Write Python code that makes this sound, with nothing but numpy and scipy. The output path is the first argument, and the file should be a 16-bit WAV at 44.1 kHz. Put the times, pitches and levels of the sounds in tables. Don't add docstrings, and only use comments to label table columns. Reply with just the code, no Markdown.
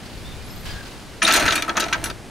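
import sys
import numpy as np
from scipy import signal
from scipy.fft import rfft, irfft, next_fast_len
from scipy.io import wavfile
from scipy.ndimage import uniform_filter1d, minimum_filter1d, map_coordinates

SR = 44100
rng = np.random.default_rng(int(sys.argv[2]) if len(sys.argv) > 2 else 0)


def wav_record(signal):
    frames = np.transpose(np.atleast_2d(signal))
    bounded = np.clip(frames, -1, 1)
    quanta = np.round(bounded * 32767).astype(np.int16)
    wavfile.write(sys.argv[1], SR, quanta)


N = 101782
TIME = np.arange(N) / SR


def amp(db):
    return 10 ** (np.asarray(db) / 20)


def unit_rms(x):
    return x / np.sqrt(np.mean(x ** 2, axis=-1, keepdims=True) + 1e-20)


def along(points, hz):
    freqs, values = np.transpose(points)
    return np.interp(np.log(hz + 1), np.log(freqs + 1), values)


def level_curves(rows):
    times, *columns = np.transpose(rows)
    return [np.interp(TIME, times, db, left=-120, right=-120) for db in columns]


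def wobble(rate):
    return map_coordinates(rng.standard_normal(int(N * rate / SR) + 4), [TIME * rate])


def filtered(x, response):
    size = next_fast_len(x.shape[-1] + SR // 4)
    return irfft(rfft(x, size) * response(np.fft.rfftfreq(size, 1 / SR)), size)[..., :x.shape[-1]]


def stereo_noise(colour, correlation):
    mid, side = unit_rms(filtered(rng.standard_normal((2, N)), lambda hz: amp(along(colour, hz))))
    turn = np.arccos(correlation) / 2
    return np.cos(turn) * mid + np.sin(turn) * side * [[1], [-1]]


# frequency in Hz, relative level in dB.
HUSH_COLOUR = [(35, -31), (60, -3.5), (220, 2), (880, -8), (2800, -13.5), (11000, -24.5), (16000, -47)]

def distant_hush():
    return amp(-40.5) * stereo_noise(HUSH_COLOUR, 0.89)


# frequency in Hz, relative level in dB.
WIND_COLOUR = [(25, 0), (65, 1), (150, -5.5), (400, -26.5), (900, -44)]
# time of the crest in seconds, level in dB.
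WIND_PUFFS = [(0.212, -45.5), (.306, -41), (0.507, -42), (0.676, -38), (0.731, -46), (1.45, -35.5),
              (2.04, -38)]

def port_wind(breeze_db=-42, puff_s=0.093):
    strength = amp(breeze_db) + sum(amp(db) * np.exp(-((TIME - s) / puff_s) ** 2) for s, db in WIND_PUFFS)
    port_db = 1.1 * np.array([wobble(32), wobble(9.9)]) + [[1.1], [-1.1]]
    return strength * amp(port_db) * stereo_noise(WIND_COLOUR, 0.46)


# frequency in Hz, seconds to fall 60 dB.
FENCE_DECAY = [(200, 0.14), (10000, 0.09)]

def fence_echo(x):
    hz, t, spectrum = signal.stft(rng.standard_normal((2, SR // 2)), SR, nperseg=256)
    decay = amp(-60 * t / along(FENCE_DECAY, hz)[:, None])
    tail = signal.istft(spectrum * decay, SR, nperseg=256)[1]
    return signal.fftconvolve(x[None], tail / np.linalg.norm(tail[0]), axes=1)[:, :N]


# time in seconds, level in dB.
HINGE_RUB = [(0, -46), (.645, -46.5), (.66, -35), (.78, -42), (.85, -44), (.862, -38), (.89, -43.5),
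             (1.2, -50.5)]
# frequency in Hz, relative level in dB.
HINGE_COLOUR = [(900, -4), (3400, -3), (4850, -3.5), (5400, -9), (15000, -23)]
# start and end in seconds, first, middle and last pitch in Hz, level in dB.
HINGE_SQUEAKS = [(.235, 0.347, 3420, 3620, 3500, -43), (.35, 0.473, 2400, 2390, 2450, -51.5),
                 (.47, .555, 4930, 5250, 5050, -51.5), (0.434, .66, 10500, 12030, 11400, -51),
                 (0.647, 0.884, 1626, 1645, 1480, -42.5), (0.658, 0.709, 3650, 3000, 3670, -40.5),
                 (0.691, 0.73, 4900, 4830, 4800, -40.5)]

def hinge(waver_hz=70, stutter_db=4, stutter_rate=110):
    out = amp(level_curves(HINGE_RUB)[0] + 1.8 * wobble(stutter_rate)) * stereo_noise(HINGE_COLOUR, 0.46)
    for start, end, first, middle, last, db in HINGE_SQUEAKS:
        progress = np.clip((TIME - start) / (end - start), 0, 1)
        bend = (4 * middle - 2 * first - 2 * last) * progress * (1 - progress)
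        hz = first + (last - first) * progress + bend
        phase = 2 * np.pi * np.cumsum(hz + waver_hz * wobble(870)) / SR
        swell = np.sqrt(np.sin(np.pi * progress)) * (progress < 1)
        out += amp(db + stutter_db * wobble(stutter_rate)) * swell * np.sin(phase)
    return out


def resonate(x, modes, scatter_db, colour=None, colour_db=0, detune=0):
    gains = amp(scatter_db * rng.standard_normal((len(x), len(modes), 1)))
    drift = detune / 4000 * rng.standard_normal(gains.shape)
    def response(hz):
        total = amp(colour_db + along(colour, hz)) if colour else 0
        for k, (mode_hz, width, db) in enumerate(modes):
            centre = mode_hz + drift[:, k] * mode_hz ** 2
            damping = 1j * hz * width
            total = total + (-1) ** k * gains[:, k] * amp(db) * damping / (centre**2 - hz**2 + damping)
        return total / np.sqrt(np.mean(abs(total) ** 2, axis=-1, keepdims=True))
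    return filtered(x, response)


# frequency in Hz, width in Hz, relative level in dB.
LATCH_MODES = [(1321, 21.5, 13), (1612, 40, 7), (2450, 68, -10), (3720, 125, 2), (4217, 160, -2.5),
               (6750, 240, -31)]
BOARD_MODES = [(209.6, 23, -3.5), (333.6, 59.4, 1.5), (663, 102, -2.5), (937, 92, -2)]
# frequency in Hz, relative level in dB.
BAR_MODES = [(3780, -8.5), (5640, -2), (6240, -7.5), (7910, -9), (9200, -10.5), (10300, -6.5), (12400, -15),
             (13600, -32)]
# frequency in Hz, relative level in dB.
LATCH_COLOUR = [(450, -20), (1100, -9), (1400, 4), (2800, -3.5), (5300, -12), (6800, -3.5), (7500, -53)]
BAR_COLOUR = [(10000, 3), (11700, -11), (13500, 1.5), (15500, -31)]

def gate_parts(drive, scatter_db=0, hardness=0, detune=0, bar_width_hz=37):
    knee_hz = 2000 * 2 ** (abs(hardness) / 4)
    def latch_tilt(hz):
        tilt_db = hardness * np.log2(np.clip(hz, 1000, knee_hz) / 2000)
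        loss_db = 2.5 * np.log2(np.maximum(hz / knee_hz, 1))
        return amp(tilt_db - loss_db) / (1 + (hz / 7160) ** 10)
    latch = resonate(drive[0], LATCH_MODES, scatter_db, LATCH_COLOUR, colour_db=2.5, detune=detune)
    touching_modes = [(hz, bar_width_hz, db) for hz, db in BAR_MODES]
    bar = resonate(drive[1], touching_modes, scatter_db, BAR_COLOUR, colour_db=7)
    boards = resonate(drive[2], BOARD_MODES, scatter_db)
    return (filtered(latch, latch_tilt),
            filtered(bar, lambda hz: 1 / (1 + (6000 / (hz + 1)) ** 6)),
            filtered(boards, lambda hz: 1 / (1 + (150 / (hz + 1)) ** 4)))


# start in seconds, relative level in dB, favoured mode in Hz.
BAR_BOUNCES = [(1.228, -24.5, 9200), (1.525, -26.5, 13600), (1.579, -34, 3780), (1.676, -54, 9200),
               (1.775, -39.5, 6240), (1.882, -42.5, 13600), (2.041, -36, 12400), (2.041, -35, 10300)]

def free_bar(t60_s=0.17, favour_db=15, shortest_s=0.025):
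    out = np.zeros(N)
    contacts = np.array([row[0] for row in LATCH_CONTACTS] + [N / SR])
    hz, mode_db = np.transpose(BAR_MODES)[:, :, None]
    for start, db, favoured_hz in BAR_BOUNCES:
        landing = contacts[contacts > start + shortest_s][0]
        t = np.arange(int((landing - start) * SR)) / SR
        ring_db = db + mode_db + favour_db * (hz == favoured_hz) - 60 * t / t60_s
        ring = amp(ring_db) * np.sin(2 * np.pi * hz * t)
        out[int(start * SR):][:len(t)] += ring.sum(0) * np.clip((t[-1] - t) * 250, 0, 1)
    return out


# time in seconds, steel rubbing in dB, boards shaking in dB.
SCRAPE_LEVELS = [(1.217, -26.5, -43), (1.385, -17, -20), (1.45, -16, -28.5), (1.59, -26.5, -32.5),
                 (1.65, -30, -32), (1.75, -45.5, -32.5), (1.83, -24.5, -28.5), (1.91, -39, -37),
                 (1.98, -36.5, -36.5), (2.118, -34, -35.5)]

def latch_scrape():
    rub_db, shake_db = level_curves(SCRAPE_LEVELS)
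    grit = unit_rms(rng.standard_normal((3, 1, N)) * amp(3.5 * wobble(300) + 1.7 * wobble(60)))
    latch, bar, boards = gate_parts(grit)
    return (amp(rub_db - 2.5) * (latch + amp(-13) * bar) + amp(shake_db) * boards)[0]


# start in seconds, relative level in dB, bar treble
# in relative dB, hardness in dB per octave, seconds for the latch's chatter to fall 40 dB.
LATCH_CONTACTS = [(1.2194, -0.5, -30, 2.5, 0.05), (1.248, -6.5, -13, 3.3, 0.033),
                  (1.266, -7, -18, 5.5, 0.021), (1.2758, -3.5, -13, 4, 0.045), (1.2844, 0.5, -15, -3, 0.03),
                  (1.309, -1.5, -21, 3.5, 0.028), (1.3238, 3, 0, 6, 0.0076),
                  (1.335, -0.5, -7.5, 2.5, 0.075), (1.36, -14, 0.5, 7.5, 0.079),
                  (1.397, -18.5, -2.5, 5.5, 0.059), (1.479, -3, -37, 3, 0.025), (1.506, -6, -41, 4, 0.02),
                  (1.5215, -9, -21, 3.7, 0.042), (1.5546, -11.5, -3.5, 3.5, 0.056),
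                  (1.577, -7.5, -36, -4.5, 0.02), (1.6222, -8.5, -9.5, 2.9, 0.021),
                  (1.679, -21, -19, -11.5, 0.13), (1.6921, -7, -42, 1.5, 0.022),
                  (1.755, -21, -44, -9, 0.11), (1.7685, -9.5, -13.5, 6.5, 0.016),
                  (1.7737, -6, -18, -5, 0.035), (1.7983, -5.5, -7, 0, 0.015), (1.8026, -14, -4, 7.5, 0.037),
                  (1.8213, -11, -36, 2.5, 0.031), (1.839, -19.5, -19, 8.5, 0.02),
                  (1.883, -19, -23, 1, 0.045), (1.9261, -6, -31, 2, 0.052),
                  (1.9295, -11.5, -9.5, 5.5, 0.024), (1.9405, -13, -37, -3, 0.035),
                  (2.04, -14, -2, 2, 0.027), (2.0564, -20.5, -11, 4, 0.045), (2.099, -15.5, -16, 1, 0.027)]

def latch_clacks(steel_rise_s=0.00084, board_rise_s=0.011):
    start, db, treble_db, hardness, length = np.transpose(LATCH_CONTACTS)[:, :, None]
    t = np.arange(SR // 8) / SR
    rise = 1 - np.exp(-t / np.reshape([steel_rise_s, steel_rise_s, board_rise_s], (3, 1, 1)))
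    fall_speed = np.reshape([1, 1.66, 0.5], (3, 1, 1))
    fall = amp(-40 * t / length * fall_speed)
    chatter = rng.standard_normal((len(start), 3, len(t))).swapaxes(0, 1) * rise * fall
    latch, bar, boards = gate_parts(chatter, scatter_db=4.5, hardness=hardness, detune=0.053)
    clacks = amp(db - 4) * (latch + amp(treble_db + 5) * bar + amp(-11.5) * boards)
    samples = np.round(start * SR).astype(int) + np.arange(len(t))
    return np.bincount(samples.ravel(), clacks.ravel(), N + SR)[:N]


# frequency in Hz, left over right in dB.
GATE_PAN = [(300, 0.5), (1400, -0.5), (13000, 2.5)]
# frequency in Hz, gain in dB.
PORT_DIFFERENCE = [(2500, -18), (13000, -5)]

def scene(cutoff_s=2.119, echo_db=-8):
    sounding = np.clip((cutoff_s - TIME) * 300, 0, 1)
    gate = latch_clacks() + latch_scrape() + free_bar()
    direct = filtered(gate, lambda hz: amp(along(GATE_PAN, hz) * np.array([[0.5], [-0.5]])))
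    side = filtered(latch_clacks(), lambda hz: amp(along(PORT_DIFFERENCE, hz))) * [[1], [-1]]
    echo = amp(echo_db) * fence_echo(sounding * gate)
    return sounding * (direct + side) + echo + hinge() + distant_hush() + port_wind()


def record(dry, ceiling=0.57, limiter_s=0.004, low_hz=10, top_hz=15780):
    span = int(limiter_s * SR) + 1
    gain = np.minimum(1, ceiling / (abs(dry).max(0) + 1e-9))
    gain = uniform_filter1d(minimum_filter1d(gain, span), span)
    return filtered(dry * gain, lambda hz: (hz > low_hz) & (hz < top_hz))


dry = scene()
out = record(dry)
wav_record(out)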